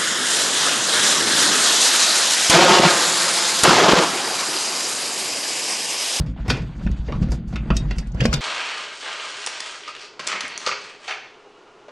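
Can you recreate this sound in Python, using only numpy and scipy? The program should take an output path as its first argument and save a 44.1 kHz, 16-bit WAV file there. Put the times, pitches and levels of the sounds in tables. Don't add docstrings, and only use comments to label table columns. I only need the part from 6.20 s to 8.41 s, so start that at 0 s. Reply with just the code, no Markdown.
import sys
import numpy as np
from scipy import signal
from scipy.fft import rfft, irfft
from scipy.io import wavfile
from scipy.ndimage import uniform_filter1d

SR = 44100
rng = np.random.default_rng(int(sys.argv[2]) if len(sys.argv) > 2 else 0)


def dump_mix(stems):
    frames = np.atleast_2d(stems).T
    limited = np.clip(frames, -1, 1)
    pcm = np.round(limited * 32767).astype(np.int16)
    wavfile.write(sys.argv[1], SR, pcm)


def how_loud(loudness_db):
    steps = np.asarray(loudness_db, float) / 20
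    return 10 ** steps


N = 97372

# frequency in Hz, density in dB per Hz.
BLOW_SPECTRUM = [(120, -24), (200, 6), (1040, -12), (1350, -14), (2800, -14), (4200, -20), (4680, -14),
                 (6880, -21), (16000, -49)]
SMEAR_S = 0.0012
LEAD_S = 0.03


def bolt():
    # time in s, strength in dB, dull part in dB, bright part in dB, chatter length in s.
    knocks = [(.2795, -18, -10.5, -5, 0.015), (.299, -2.5, -17, -16.5, 0.012),
              (.6645, -20.5, -6.5, -25, 0.0066), (.922, -16.5, -7, -25.5, 0.0042),
              (1.118, -16, -9, -2, 0.01), (1.3575, -15.5, -23.5, -26, 0.007),
              (1.503, -7.5, -11.5, -34.5, 0.0078), (1.566, -12, -36, -9.5, 0.0068),
              (1.709, -13.5, -17.5, -24, 0.0053), (1.7835, -18.5, -12.5, -2.5, 0.007),
              (2.005, -12.5, -29.5, -21, 0.0079), (2.0535, -2, -12, -10.5, 0.0035),
              (2.1285, -12, -16, -11, 0.014), (2.138, -6.5, -37, -8.5, 0.0049)]
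    # time in s, strength in dB, dull part in dB, bright part in dB, chatter length in s.
    ticks = [(.06, -31.5, -14.5, -18.5, 0.029), (.164, -34, -10.5, -56, 0.031),
             (.314, -40, -30, -19, 0.0089), (1.136, -37, -14, -9, 0.0065), (.367, -22, -8, -15, 0.018),
             (.416, -31, -20, -19.5, 0.013), (.713, -29.5, -13, -12.5, 0.0048),
             (.882, -16.5, -2.5, -44, 0.02), (1.019, -22.5, 10, -15, 0.018),
             (1.085, -25.5, -3, -20, 0.0039), (1.275, -38, -9, 2, 0.091), (1.325, -26, 0, -19, 0.02),
             (1.458, -26.5, -4, -41, .006), (1.869, -39.5, -25, -4, 0.013), (1.944, -27, 9.5, -1, 0.0084)]
    # middle in s, strength in dB rms, dull part in dB, bright part in dB, length in s.
    scrapes = [(0.262, -34.5, -4, -22, .04), (0.288, -28.5, -16, -32, 0.021), (.355, -32.5, -14, -25, .17),
               (0.639, -46, -5, -9, 0.072), (.965, -37, -1, -15, .05), (1.03, -32, -5.5, -14.5, .04),
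               (1.11, -43, -10, -3, 0.028), (1.144, -44, -7.5, -1, 0.059), (1.34, -36, -5, -20, 0.032),
               (1.566, -39, -6, -11, 0.045), (1.767, -48, -5, 1, 0.032), (1.991, -38.5, 1, -15, 0.074),
               (2.025, -33.5, -12, -24, 0.047), (2.044, -30, -17, -15, .024), (2.117, -48, 7, -5, .03),
               (2.174, -42, -21, -34, 0.067)]
    # time in s, strength in dB, pitch in Hz, rattle length in s.
    clanks = [(0.162, -38.5, 800, 0.0093), (0.297, -20.5, 1400, 0.015), (0.295, -20.5, 4940, 0.013),
              (0.672, -28, 1700, 0.0039), (.923, -25.5, 1160, 0.027), (1.371, -30, 2550, 0.021),
              (1.503, -21, 1236, 0.017), (1.567, -22, 6330, 0.0066), (1.614, -44.5, 1880, 0.31),
              (0.673, -39, 3340, 0.0043), (1.825, -41.5, 1850, 0.037), (1.919, -46, 6300, 0.0056),
              (2.002, -21, 2420, 0.015), (2.013, -18, 520, .012), (2.053, -10.5, 1730, 0.00084),
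              (2.054, -16, 5370, 0.0056), (2.127, -18, 1400, 0.018)]
    cracks, rings = np.zeros(N), np.zeros(N)
    for contacts, rise_s in ((knocks, 0.0005), (ticks, 0.002)):
        for s, *row in contacts:
            crack, rung = knock(*row, rise_s)
            add(cracks, s - LEAD_S, crack)
            add(rings, s - LEAD_S, rung)
    for s, db, dull_db, bright_db, length_s in scrapes:
        add(cracks, s - length_s / 2, scrape(db, dull_db, bright_db, length_s))
    for s, *row in clanks:
        add(rings, s, clank(*row))
    return cracks, rings


def knock(db, dull_db, bright_db, length_s, rise_s):
    # frequency in Hz, level in dB, t60 in s.
    latch = [(1400, -2, 0.46), (2080, -16.5, 0.22), (2780, -15.5, 0.25), (3580, 0.5, 0.65),
             (4620, 2.5, 0.093), (6700, -15, 0.094)]
    first_db, lead_db, lead_rise_s = 10, -23, 0.018
    treble_hz, treble_shorter = 7350, 0.73
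    crack_db, latch_db = -3.5, -16.5
    t = np.arange(4096) / SR - LEAD_S
    after = np.maximum(t, 0)
    slide = how_loud(lead_db) * np.exp(np.minimum(t, 0) / lead_rise_s) * (t < 0)
    start = np.minimum((after + 1 / SR) / rise_s, 1) * (t >= 0)

    drive = chatter(4096)
    drive[np.argmax(t >= 0)] = how_loud(first_db)
    low = signal.sosfilt(signal.butter(2, treble_hz, fs=SR, output="sos"), drive)
    treble = drive - low
    low = low * (slide + start * np.exp(-after / length_s))
    treble = treble * start * np.exp(-after / (treble_shorter * length_s))

    crack = signal.fftconvolve(low + treble, smear(SMEAR_S))
    crack = signal.fftconvolve(crack, blow_colour(dull_db, bright_db))
    crack = how_loud(db + crack_db) * crack / np.abs(crack).max()
    rung = signal.fftconvolve(crack, ring(latch, damp=0.25, vary_db=4))
    return crack, how_loud(latch_db) * rung


def scrape(db, dull_db, bright_db, length_s):
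    # frequency in Hz, gain in dB.
    dulling = [(8500, -4), (16000, -5)]
    swell = np.sin(np.pi * np.clip(np.arange(8192) / SR / length_s, 0, 1)) ** 2
    slips = signal.fftconvolve(chatter(8192), blow_colour(dull_db, bright_db, dulling))[:8192]
    return how_loud(db) * swell * evened(slips)


def clank(db, hz, length_s):
    mode_cycles = 2.23
    t = np.arange(8192) / SR
    drive = chatter(8192) * np.exp(-t / max(length_s, 0.001))
    mode = t * np.sin(2 * np.pi * hz * t) * np.exp(-2 * t * hz / mode_cycles)
    sound = signal.fftconvolve(drive, mode)
    return how_loud(db) * sound / np.abs(sound).max()


def chatter(size):
    return clicks(per_s=9000, spread_db=3, size=size)


def blow_colour(dull_db, bright_db, *more):
    tilt = [(800, dull_db + 10.5), (2700, 0), (8000, bright_db + 10.5)]  # (Hz, dB)
    return colour(BLOW_SPECTRUM, tilt, *more)


def sheet():
    # frequency in Hz, t60 in s.
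    decay = [(300, 0.42), (800, 0.22), (2000, 0.24), (5000, 0.13), (12000, 0.12)]
    hz, t, z = signal.stft(rng.standard_normal(16384), SR, nperseg=256)
    fade = how_loud(-60 * t / read(decay, hz)[:, None])
    return unit(signal.istft(z * fade, SR, nperseg=256)[1])


def rubbing():
    # frequency in Hz, density in dB per Hz.
    spectrum = [(230, -20.5), (450, -13), (1200, -17.5), (2170, -27), (3600, -28.5), (4120, -32),
                (8300, -42.5), (9300, -53.5), (16000, -60)]
    # frequency in Hz, level in dB, t60 in s.
    modes = [(1450, -4, .008), (4800, 0, 0.01), (6900, -9, 0.008)]
    ring_db, hiss, patch_db, level_db = -14, 0.76, 3.1, 9
    slips = evened(clicks(per_s=3000, spread_db=2, size=N)) + hiss * rng.standard_normal(N)
    slips = slips + how_loud(ring_db) * signal.fftconvolve(slips, ring(modes, size=2048))[:N]
    z = signal.stft(signal.fftconvolve(slips, colour(spectrum))[:N], nperseg=256)[2]
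    patches = rng.standard_normal(z.shape[::-1]).T
    patches = uniform_filter1d(patches, size=12, axis=1)
    patches = uniform_filter1d(patches, size=16, axis=0)
    rough = signal.istft(z * how_loud(patch_db * evened(patches)), nperseg=256)[1][:N]
    return hand(column=2) * evened(rough) * how_loud(level_db)


def hand(column):
    # time in s, shaking in dB, rubbing in dB.
    moves = [(0, -23, -48.5), (.1, -26, -62.5), (.145, -29, -69.5), (0.174, -32.5, -60.5),
             (.42, -25.5, -51.5), (0.531, -32.5, -57.5), (0.649, -27, -55), (0.839, -33.5, -57),
             (1.001, -19, -52.5), (1.161, -27.5, -59), (1.25, -29.5, -68), (1.3, -29.5, -59),
             (1.44, -24.5, -59.5), (1.618, -21.5, -55.5), (1.82, -29.5, -55.5), (1.91, -32.5, -65.5),
             (2.03, -29, -53), (2.2, -27, -49)]
    return how_loud(np.interp(np.arange(N) / SR, *np.transpose(moves)[[0, column]]))


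def door():
    # time in s, strength in dB, contact time in s, upper panels in dB, struck panel's pitch in Hz.
    shoves = [(0.001, -13.5, 0.0014, -1, 163), (0.28, -14, 0.0013, -19, 122),
              (0.329, -14.5, 0.00083, 0.5, 140), (0.402, -23, 0.002, 9, 146),
              (0.663, -9.5, 0.00036, -4, 105), (0.7, -13, 0.00048, -12, 150), (0.788, -20, 0.005, 4.5, 124),
              (0.882, -35, 0.0035, -6, 114), (0.956, -13, 0.0053, 13, 122), (1.016, -6, 0.0028, 9.5, 179.5),
              (1.096, -19.5, 0.002, -15, 134), (1.13, -15.5, 0.0026, 1.5, 132),
              (1.335, -11, 0.003, -10.5, 110), (1.505, -5.5, 0.0009, -39, 110),
              (1.557, -18, 0.0022, -3, 138), (1.692, -29, 0.00061, -24, 123), (1.779, -22, 0.0031, 6, 163),
              (1.945, -14, 0.001, -35.5, 114), (2, -9, 0.00076, 0, 119), (2.02, -11.5, 0.0011, 28, 181.7),
              (2.052, -4.5, 0.00082, 8, 228), (2.138, -12, 0.00071, 19.5, 144.6)]
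    # frequency in Hz, level in dB, t60 in s.
    leaf = [(110, -5, 0.076), (142, -10.5, 0.16), (167, -7, 0.1), (202.4, -10.5, 0.12), (323, -25, 0.074),
            (357, -26, 0.096), (520, -32, 0.088)]
    # frequency in Hz, level in dB, t60 in s.
    lowest = [(30, -5, .16), (49, 0, .2), (64, -4, .13)]
    shake_db, shake_low_db = -2, -7
    shove_db, shove_low_db = -2, -22
    panel_t60_s = 0.12
    jolts = clicks(per_s=800, spread_db=1.1, size=N)
    shaken = signal.fftconvolve(jolts, ring(softer(lowest, shake_low_db) + leaf, count=1))[:N]
    out = hand(column=1) * steadied(shaken) * how_loud(shake_db)

    t = np.arange(16384) / SR
    for s, db, contact_s, panel_db, hz in shoves:
        u = np.arange(2048) / SR / max(contact_s, 0.0005)
        push = u * np.exp(-3 * u)
        panel = unit(-np.sin(2 * np.pi * hz * t) * how_loud(-60 * t / panel_t60_s))
        body = ring(softer(lowest, shove_low_db) + leaf, vary_db=3.1, count=1)
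        boom = signal.fftconvolve(push, body + how_loud(panel_db) * panel)
        add(out, s, how_loud(db + shove_db) * boom / np.abs(boom).max())
    return out + sways()


def sways():
    # time in s, strength in dB, pitch in Hz, t60 in s.
    swings = [(-.002, -8.5, 56, 0.14), (0.084, -17.5, 52, 0.22), (0.199, -18, 50.5, 0.39),
              (0.291, -17.5, 55.6, 0.37), (0.392, -19.5, 56, 0.33), (.56, -23.5, 47.7, 0.25),
              (0.649, -14, 48.6, 0.33), (.71, -13, 58, 0.21), (.79, -16, 54.6, 0.39),
              (0.879, -19.5, 61, 0.49), (0.949, -18.5, 51.2, 0.43), (1.02, -12, 51.6, 0.14),
              (1.092, -13, 55.5, 0.33), (1.27, -21, 49.2, 0.34), (1.331, -18, 56.2, 0.65),
              (1.42, -34, 60, 0.18), (1.502, -8, 53, 0.32), (1.56, -25.5, 61.7, 0.21),
              (1.641, -17.5, 49.4, 0.36), (1.685, -20, 49.4, 0.38), (1.768, -14.5, 49.6, 0.26),
              (1.871, -21, 47, 0.38), (1.939, -18, 54, 0.32), (1.995, -17, 50, 0.17),
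              (2.085, -11.5, 56.6, 0.16), (2.169, -19, 49.6, 0.15)]
    rise_s = 0.004
    out, t = np.zeros(N), np.arange(16384) / SR
    for s, db, hz, t60_s in swings:
        onset = np.tanh(t / rise_s + (s < 0))
        add(out, s, how_loud(db - 60 * t / t60_s) * onset * np.cos(2 * np.pi * hz * t))
    return out


def softer(modes, db):
    return [(hz, level_db + db, t60_s) for hz, level_db, t60_s in modes]


def ring(modes, damp=1, vary_db=0, size=16384, count=3):
    scatter = 0.045
    hz, db, t60_s = np.transpose(modes * count)[:, :, None]
    t = np.arange(size) / SR
    vary, sign, off = rng.standard_normal((3, *db.shape))
    fade = how_loud(db + vary_db * vary - 60 * t / (damp * np.minimum(t60_s, 0.6)))
    sines = np.sin(2 * np.pi * hz * (1 + scatter * off) * t)
    return unit((np.sign(sign) * fade * sines).sum(0))


def smear(length_s):
    z = rfft(rng.standard_normal(1024) * np.exp(-np.arange(1024) / SR / length_s))
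    return unit(irfft(z / np.sqrt(np.abs(z) + 1e-9))[:512])


def clicks(per_s, spread_db, size):
    hit = rng.random(size) < per_s / SR
    excess = np.minimum(rng.exponential(1, size), 4)
    return hit * how_loud(spread_db * excess) * rng.choice([-1, 1], size)


def colour(*tables, size=2048):
    hz = np.abs(np.fft.fftfreq(size, 1 / SR))
    db = np.maximum(sum(read(points, hz) for points in tables), -100)
    spectrum = np.exp(np.conj(signal.hilbert(np.log(how_loud(db)))))
    return unit(np.fft.ifft(spectrum).real[:size // 2])


def read(points, hz):
    f, value = np.transpose(points)
    return np.interp(np.log(hz + 1), np.log(f + 1), value)


def steadied(x):
    power = np.abs(uniform_filter1d(x ** 2, size=4096)) + 1e-12
    return evened(x / power ** 0.3)


def evened(x):
    return x / np.sqrt(np.mean(x ** 2) + 1e-20)


def unit(x):
    return x / np.sqrt(np.sum(x ** 2) + 1e-20)


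def add(mix, s, sound):
    at = round(s * SR)
    sound = sound[max(-at, 0):]
    part = mix[max(at, 0):][:len(sound)]
    part += sound[:len(part)]


def scene():
    # time in s, level in dB.
    width = [(0, -44), (1.051, -47), (1.121, -32), (1.3, -49), (1.5, -13), (2, -1.5), (2.2, -1.5)]
    sheet_db, side_low_hz, lean, side_turns_per_s = -8, 886, 0.17, 4.3
    t = np.arange(N) / SR
    cracks, rings = bolt()
    centre = cracks + rings + rubbing()
    centre = centre + how_loud(sheet_db) * signal.fftconvolve(cracks, sheet())[:N]

    turn = 2 * np.pi * side_turns_per_s * t
    side = lean * centre
    for wave in (np.sin, np.cos):
        side = side + wave(turn) * signal.fftconvolve(centre, smear(SMEAR_S / 2))[:N]
    side = signal.sosfilt(signal.butter(4, side_low_hz, "high", fs=SR, output="sos"), side)
    side = side * how_loud(np.interp(t, *np.transpose(width)))
    centre = centre + door()
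    return np.array([centre + side, centre - side])


def top_cut(x):
    return signal.sosfilt(signal.butter(12, 16230, fs=SR, output="sos"), x)


def record(dry):
    # frequency in Hz, gain in dB.
    mic = [(8000, -2), (11000, -2), (14000, -3), (15600, -14), (16400, -45)]
    cut = signal.sosfilt(signal.butter(2, 5.4, "high", fs=SR, output="sos"), dry)
    response = colour(mic, size=256)
    response = response / response.sum()
    mix = signal.fftconvolve(np.tanh(cut), response[None])[:, :N]
    return top_cut(mix)


dry = scene()
out = record(dry)
dump_mix(out)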